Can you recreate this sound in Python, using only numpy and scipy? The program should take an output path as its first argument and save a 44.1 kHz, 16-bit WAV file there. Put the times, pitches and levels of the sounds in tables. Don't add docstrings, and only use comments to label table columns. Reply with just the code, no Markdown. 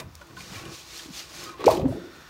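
import sys
import numpy as np
from scipy import signal
from scipy.fft import rfft, irfft
from scipy.io import wavfile
from scipy.ndimage import uniform_filter1d

SR = 44100
rng = np.random.default_rng(int(sys.argv[2]) if len(sys.argv) > 2 else 0)


def ratio_of_db(decibels):
    return 10 ** (np.asarray(decibels, float) / 20)


def to_wav(s):
    ch = np.atleast_2d(s).T
    pcm = np.round(np.clip(ch, -1, 1) * 32767)
    wavfile.write(sys.argv[1], SR, pcm.astype(np.int16))


N = 101297
SILENT_DB = -200


def seconds():
    return np.arange(N) / SR


def unit(x):
    return x / np.sqrt(np.mean(x ** 2))


def curve(table, column, outside=None):
    rows = np.array(table, float)
    return np.interp(seconds(), rows[:, 0], rows[:, column], left=outside, right=outside)


def band(x, hz, width):
    return signal.lfilter(*signal.iirpeak(min(hz, SR / 2.2), hz / width, fs=SR), x)


def double_band(x, hz, width):
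    return band(band(x, hz, width), hz, width)


def colour(x, table):
    rows = np.array(table, float)
    f = np.arange(N // 2 + 1) * SR / N + 1
    level_db = np.interp(np.log(f), np.log(rows[:, 0]), rows[:, 1])
    return unit(irfft(rfft(x) * ratio_of_db(level_db), N))


def clicks(per_s, spread_db):
    chance = rng.random((3, N))
    happens = chance[0] < per_s / SR
    size = ratio_of_db(-spread_db * np.log(1 - chance[2]))
    return happens * np.sign(chance[1] - .5) * size


def walk(rate):
    k = int(SR / rate)
    steps = np.repeat(rng.standard_normal(N // k + 1), k)
    smooth = uniform_filter1d(uniform_filter1d(steps, k), k)
    return unit(smooth[:N])


def add_wave(out, s, gain, hz, length, end_hz=None, attack=0.73, turn=0.):
    i = int(s * SR)
    u = np.arange(int(length * SR)) / (length * SR)
    shape = np.sin(np.pi * u ** (np.log(.5) / np.log(np.clip(attack, .05, .9))))
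    glide = (end_hz or hz) - hz
    cycles = turn + length * (hz * u + glide * u ** 2 / 2)
    wave = gain * shape * np.sin(2 * np.pi * cycles)
    out[i:i + len(u)] += wave[:max(N - i, 0)]


# peak in seconds,
# level in dB, rise in seconds, fall in seconds, brightness in dB.
HAND_STROKES = [(.0, -35, .01, 0.0068, -0.5), (.2, -55, 0.15, 0.6, -1.5), (0.411, -50, 0.042, 0.093, 2.5),
                (0.559, -41.5, 0.047, 0.08, -1.5), (0.762, -49.5, 0.073, 0.06, 5),
                (0.962, -45.5, 0.095, 0.12, 3.5), (1.184, -43.5, 0.051, 0.064, 4.5),
                (1.41, -42, 0.12, 0.096, 1), (1.62, -44.5, 0.042, 0.083, -6),
                (1.71, -41, 0.037, 0.088, -0.5), (1.91, -53, 0.046, 1, -2.5)]
# pitch in Hz, level in dB per Hz.
GRIT_COLOUR = [(500, 0.5), (1100, -1.5), (2300, -1), (3100, -2.5), (4500, 0), (6800, -3), (7800, -8.5),
               (16000, -17.5)]


def rubbing():
    t = seconds()
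    chirps = np.zeros(N)
    for when, pitch, glide, size in rng.random((221, 4)):
        hz = 2300 * 2 ** (1.5 * pitch)
        end_hz = hz * (1 + .08 * (glide - .5))
        add_wave(chirps, 1.7 * when, 1, hz, 0.011 * (.5 + 1.5 * size), end_hz)
    hiss = colour(clicks(per_s=6700, spread_db=-1), GRIT_COLOUR)
    hiss = hiss * ratio_of_db(walk(41.73)) + ratio_of_db(-6.5) * chirps
    dull = signal.sosfilt(signal.butter(2, 3300, fs=SR, output="sos"), hiss)
    bright = hiss - dull
    out = np.zeros(N)
    for s, db, rise, fall, tilt_db in HAND_STROKES:
        swell = np.exp(-((t - s) / np.where(t < s, rise, fall)) ** 2)
        out += ratio_of_db(db) * swell * (ratio_of_db(-tilt_db) * dull + ratio_of_db(tilt_db) * bright)
    return out


# pitch in Hz, width in Hz, level in dB.
FRAME_RINGS = [(333.4, 7.7, -1), (1090, 60, -2.5), (1420, 190, -9.5), (2387, 44, -10.5), (2660, 21, -17)]
# time in seconds, judder of the frame in dB, weight on the bed in dB.
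DRAG_LEVELS = [(0, -39.5, -47.5), (.08, -66, -48.5), (.18, -88, -67), (.23, -55, -63), (.28, -59, -68),
               (.32, -51.5, -52.5), (.5, -61, -52), (.68, -40, -50), (.74, -47, -50), (.8, -59, -93),
               (1.38, -53, -82), (1.44, -45, -79), (1.52, -44, -68), (1.585, -52, -63)]


def frame_and_bed():
    judder = clicks(per_s=1500, spread_db=2) * ratio_of_db(.8 * walk(25))
    shaken = ratio_of_db(0) * double_band(judder, 220, 560) / np.sqrt(250)
    for hz, width, db in FRAME_RINGS:
        shaken = shaken + ratio_of_db(db) * band(judder, hz, width) / np.sqrt(width)
    bed = unit(double_band(judder, 125, 170))
    frame_gain = ratio_of_db(curve(DRAG_LEVELS, 1, SILENT_DB))
    bed_gain = ratio_of_db(curve(DRAG_LEVELS, 2, SILENT_DB))
    return unit(shaken) * frame_gain + bed * bed_gain


# pitch in Hz, level in dB per Hz.
ROOM_COLOUR = [(15, -19), (25, -35), (94, -11), (293, -3), (489, 2.5), (1230, 10), (1500, -6), (2280, -38),
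               (16000, -8)]
# pitch in Hz, width in Hz, level in dB.
FAN_BANDS = [(1460, 60, -1), (1750, 50, -6), (2800, 70, -14), (3580, 70, -9), (4100, 60, -13),
             (4620, 40, -14), (5480, 60, -14)]


def workshop():
    noise = rng.standard_normal((3, N))
    room = colour(noise[0], ROOM_COLOUR)
    hum = unit(double_band(noise[1], 63, 22))
    fan = unit(sum(ratio_of_db(db) * double_band(noise[2], hz, 5 * width) for hz, width, db in FAN_BANDS))
    fan_shift_db = np.interp(seconds(), (2.2, 1.905), [-12.5, 0])
    return ratio_of_db(-59.5) * room + ratio_of_db(-60) * hum + ratio_of_db(-52.5 + fan_shift_db) * fan


# start in seconds, peak in dB, pitch in Hz, time to fade by 60 dB in seconds,
# brightness in dB.
SHARP_TICKS = [(.0014, -36, 1950, 0.13, 2.5), (0.1532, -34.5, 5460, 0.0098, 10.5),
               (.2694, -52, 5950, .02, 13), (1.6038, -43.5, 2300, .05, 6), (1.6423, -19.5, 4040, 0.01, -28),
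               (1.658, -22, 4600, 0.037, -2.5), (1.66, -22.5, 5100, 0.046, 2),
               (1.6651, -17, 2400, 0.069, -10), (1.6787, -31, 5960, 0.031, -4),
               (1.6856, -26.5, 4500, 0.028, 6.5), (1.7068, -31, 2410, 0.043, 13.5),
               (1.7105, -26, 4100, 0.083, 5.5), (1.7477, -34.5, 3950, 0.03, 10),
               (1.7704, -27, 3300, 0.027, 1), (1.7983, -32.5, 2900, 0.028, -4),
               (1.8155, -34, 2820, 0.026, -2), (1.879, -55, 9400, 0.51, 6)]


def ticks():
    out, t = np.zeros(N), np.arange(4000) / SR
    for s, db, hz, t60, top_db in SHARP_TICKS:
        i = int(s * SR)
        burst = rng.standard_normal(4000) * ratio_of_db(-60 * t / max(t60, .003))
        burst[0] = 1.8
        top = band(burst, 8120, 8500)
        ring = band(band(burst, hz, hz / 1.9), hz, hz) * 2
        out[i:i + 4000] += ratio_of_db(db - 11) * (ratio_of_db(top_db) * top + ratio_of_db(7) * ring)
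    return out


# start in seconds, peak in dB, pitch in
# Hz, ring in seconds.
EDGE_KNOCKS = [(.002, -50, 877, 0.028), (0.013, -45, 230, 0.021), (0.041, -33.5, 118, 0.0086),
               (0.056, -37, 96, 0.024), (0.213, -40.5, 1445, 0.013), (0.367, -37.5, 1480, 0.011),
               (.405, -38.5, 2400, 0.0069), (0.517, -37, 182.4, 0.015), (0.555, -36.5, 106.7, 0.04),
               (.555, -38, 2340, 0.015), (0.652, -39.5, 2900, 0.007), (0.993, -42.5, 1730, 0.013),
               (0.992, -39, 3204, 0.011), (1.058, -36, 262, 0.0061), (1.085, -37.5, 275, 0.017),
               (1.102, -35, 196, 0.015), (1.413, -51, 347, 0.016), (1.46, -41, 1250, 0.033),
               (1.491, -35.5, 1250, 0.014), (1.538, -42, 1050, 0.028), (1.641, -23, 1074, 0.0042),
               (.01, -40.5, 630, 0.021), (.012, -45, 982, 0.022), (0.104, -46, 80, 0.11),
               (.205, -48, 580, 0.028), (.213, -48.5, 976, 0.018), (0.373, -42, 1045, 0.023),
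               (0.554, -46, 1090, 0.058), (.933, -52, 4350, 0.015), (.957, -46, 5750, 0.022),
               (0.975, -44, 5700, 0.019), (1.437, -42, 6500, .01), (1.854, -18.5, 262, .013),
               (2.085, -42, 350, 0.032)]


def knocks():
    out, t = np.zeros(N), np.arange(4000) / SR
    for s, db, hz, ring in EDGE_KNOCKS:
        i = int(s * SR)
        add_wave(out, s, ratio_of_db(db), hz, ring, attack=.45)
        scuff = rng.standard_normal(4000) * ratio_of_db(-60 * t / .06)
        scuff = band(band(scuff, hz, 2 * hz), hz, 3 * hz)
        out[i:i + 4000] += ratio_of_db(db + 3) * scuff * np.minimum(t / 0.00061, 1)
    return out


# time in seconds, pitch in Hz, level in dB.
SQUEAK_PATH = [
    (1.4, 5250, -56),
    (1.42, 5450, -50),
    (1.445, 5150, -51),
    (1.475, 4600, -51),
    (1.495, 4000, -53),
]


def squeak():
    hz = curve(SQUEAK_PATH, 1) * (1 + .006 * walk(150))
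    tone = np.sin(2 * np.pi * np.cumsum(hz) / SR)
    level_db = curve(SQUEAK_PATH, 2, SILENT_DB) + 4 + 2.2 * walk(60)
    return tone * uniform_filter1d(ratio_of_db(level_db), size=300)


WHOOP_S, WHOOP_LENGTH_S = 1.6648, .0162
# time in seconds, level in dB, lowest pitch in Hz, highest in Hz.
WOBBLE_PATH = [
    (1.592, -46, 308, 900),
    (1.62, -44, 300, 1000),
    (1.662, -36, 252, 1300),
    (1.686, -27, 420, 1150),
    (1.715, -33, 330, 1140),
    (1.745, -36, 200, 1150),
    (1.87, -37, 170, 900),
    (1.97, -43, 200, 720),
    (2.19, -57, 230, 540),
]


def wobble():
    t, waves, per_s = seconds(), np.zeros(N), 500
    low, high = curve(WOBBLE_PATH, 2), curve(WOBBLE_PATH, 3)
    for k, (a, c) in enumerate(rng.standard_normal((300, 2))):
        i = int((WOBBLE_PATH[0][0] + (k + a) / per_s) * SR)
        place = k * (np.sqrt(5) - 1) / 2 % 1
        hz = low[i] * (high[i] / low[i]) ** place
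        gain = ratio_of_db(1.5 * c - 1.5 * place)
        add_wave(waves, i / SR, gain, hz, 5.1 / hz, hz * (1 + 0.14 * c), turn=a)
    even = waves / np.sqrt(uniform_filter1d(waves ** 2, size=2500) + 1e-3)
    from_whoop = (t - WHOOP_S - WHOOP_LENGTH_S / 2) / WHOOP_LENGTH_S
    hush = 1 - .7 * np.exp(-(from_whoop * 1.3) ** 4)
    return even * ratio_of_db(1.2 * walk(60)) * hush * ratio_of_db(curve(WOBBLE_PATH, 1, SILENT_DB))


# start in seconds, peak in dB, pitch in Hz,
# length in seconds.
SINGLE_BENDS = [(1.594, -31.5, 424, 0.0083), (1.598, -35.5, 1125, 0.034), (1.606, -34, 424, 0.016),
                (1.625, -28.5, 490, 0.007), (1.637, -27.0, 395, 0.014), (1.65, -18, 323, 0.0078),
                (1.678, -17, 652, 0.028), (1.683, -21, 810, 0.0096), (1.688, -12.5, 580, 0.0086),
                (1.699, -21, 1080, 0.012), (1.7, -19, 541.0, 0.011), (1.704, -32, 901, 0.05),
                (1.71, -21, 1027, 0.0088), (1.713, -18, 460, 0.0084), (1.717, -33, 474, 0.034),
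                (1.725, -27.5, 347, 0.042), (1.729, -54, 644.0, 0.036), (1.745, -29.5, 250, 0.016),
                (1.751, -33.5, 541.0, 0.056), (1.77, -21.5, 362, 0.019), (1.775, -27.5, 191.0, 0.015),
                (1.788, -28.5, 387, 0.05), (1.795, -20.5, 618, 0.0061), (1.797, -29, 557, 0.018),
                (1.809, -37, 160, 0.0075), (1.825, -19, 137, 0.014), (1.827, -30.5, 515, 0.043),
                (1.836, -24, 417.0, 0.015), (1.84, -19.5, 256.6, 0.039), (1.843, -27.0, 133, 0.028),
                (1.85, -29, 302, 0.021), (1.876, -45, 204, 0.037), (1.879, -27.5, 257.4, 0.041),
                (1.884, -30.5, 565.0, 0.018), (1.894, -26, 118.0, 0.029), (1.897, -46, 370, 0.013),
                (1.903, -35, 372, 0.02), (1.923, -39, 141.0, 0.04), (1.924, -26, 617, 0.0072),
                (1.931, -37, 337, 0.048), (1.947, -30.5, 265, 0.02), (1.954, -33.5, 433, 0.037),
                (1.959, -32.0, 333, 0.038), (1.979, -38.0, 180, 0.043), (2.005, -48, 222, 0.047),
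                (2.006, -39, 340, 0.032), (2.037, -37.5, 351.0, 0.034), (2.066, -43.5, 333, 0.014)]


def bends():
    out = np.zeros(N)
    for (s, db, hz, length), (turn, sag) in zip(SINGLE_BENDS, rng.random((len(SINGLE_BENDS), 2))):
        add_wave(out, s, ratio_of_db(db), hz, length, hz * (1 + .06 * (sag - .5)), attack=.45, turn=turn)
    return out


def crackle():
    pops = unit(band(clicks(per_s=1800, spread_db=3.5), 3400, 5000))
    swell = np.interp(seconds(), (1.655, 1.68, 1.729, 1.8), [0, 1, 1, 0])
    return ratio_of_db(-40) * pops * swell ** 2


SWING_TIMES = (1.658, 1.687, 1.76, 1.86, 1.97)


def boom():
    rumble = band(band(rng.standard_normal(N), 73, 160), 73, 150)
    return ratio_of_db(-30.5) * unit(rumble) * np.interp(seconds(), SWING_TIMES, [0.023, 0.92, 0.24, 0.94, 0.04])


def whoop_and_snap():
    out = np.zeros(N)
    add_wave(out, WHOOP_S, ratio_of_db(-4.8), 325, WHOOP_LENGTH_S, end_hz=630, attack=.45, turn=.25)
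    add_wave(out, 1.6797, ratio_of_db(-1.5), 800, .0038, attack=.5, turn=.06)
    return out


def scene():
    rubbed = rubbing() + frame_and_bed() + ticks() + knocks() + squeak()
    near = rubbed + wobble() + bends() + crackle() + boom() + whoop_and_snap()
    t = np.arange(SR // 2) / SR
    echo = band(rng.standard_normal(len(t)), 3070 / 3, 3070)
    echo = echo * ratio_of_db(-60 * t / 0.3) * (t > .004)
    wet = signal.fftconvolve(near, echo / np.sqrt(np.sum(echo ** 2)))[:N]
    return (near + ratio_of_db(-15.5) * wet + workshop())[None]


def low_pass(x):
    return signal.sosfilt(signal.butter(12, 16970, fs=SR, output="sos"), x)


def record(dry):
    sound = signal.sosfilt(signal.butter(2, 42, "high", fs=SR, output="sos"), dry)
    sound = sound - .45 * band(sound, 10400, 500)
    sound = signal.sosfilt(signal.ellip(10, .2, 36, 15800, fs=SR, output="sos"), sound)
    return low_pass(sound)


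dry = scene()
out = record(dry)
to_wav(out)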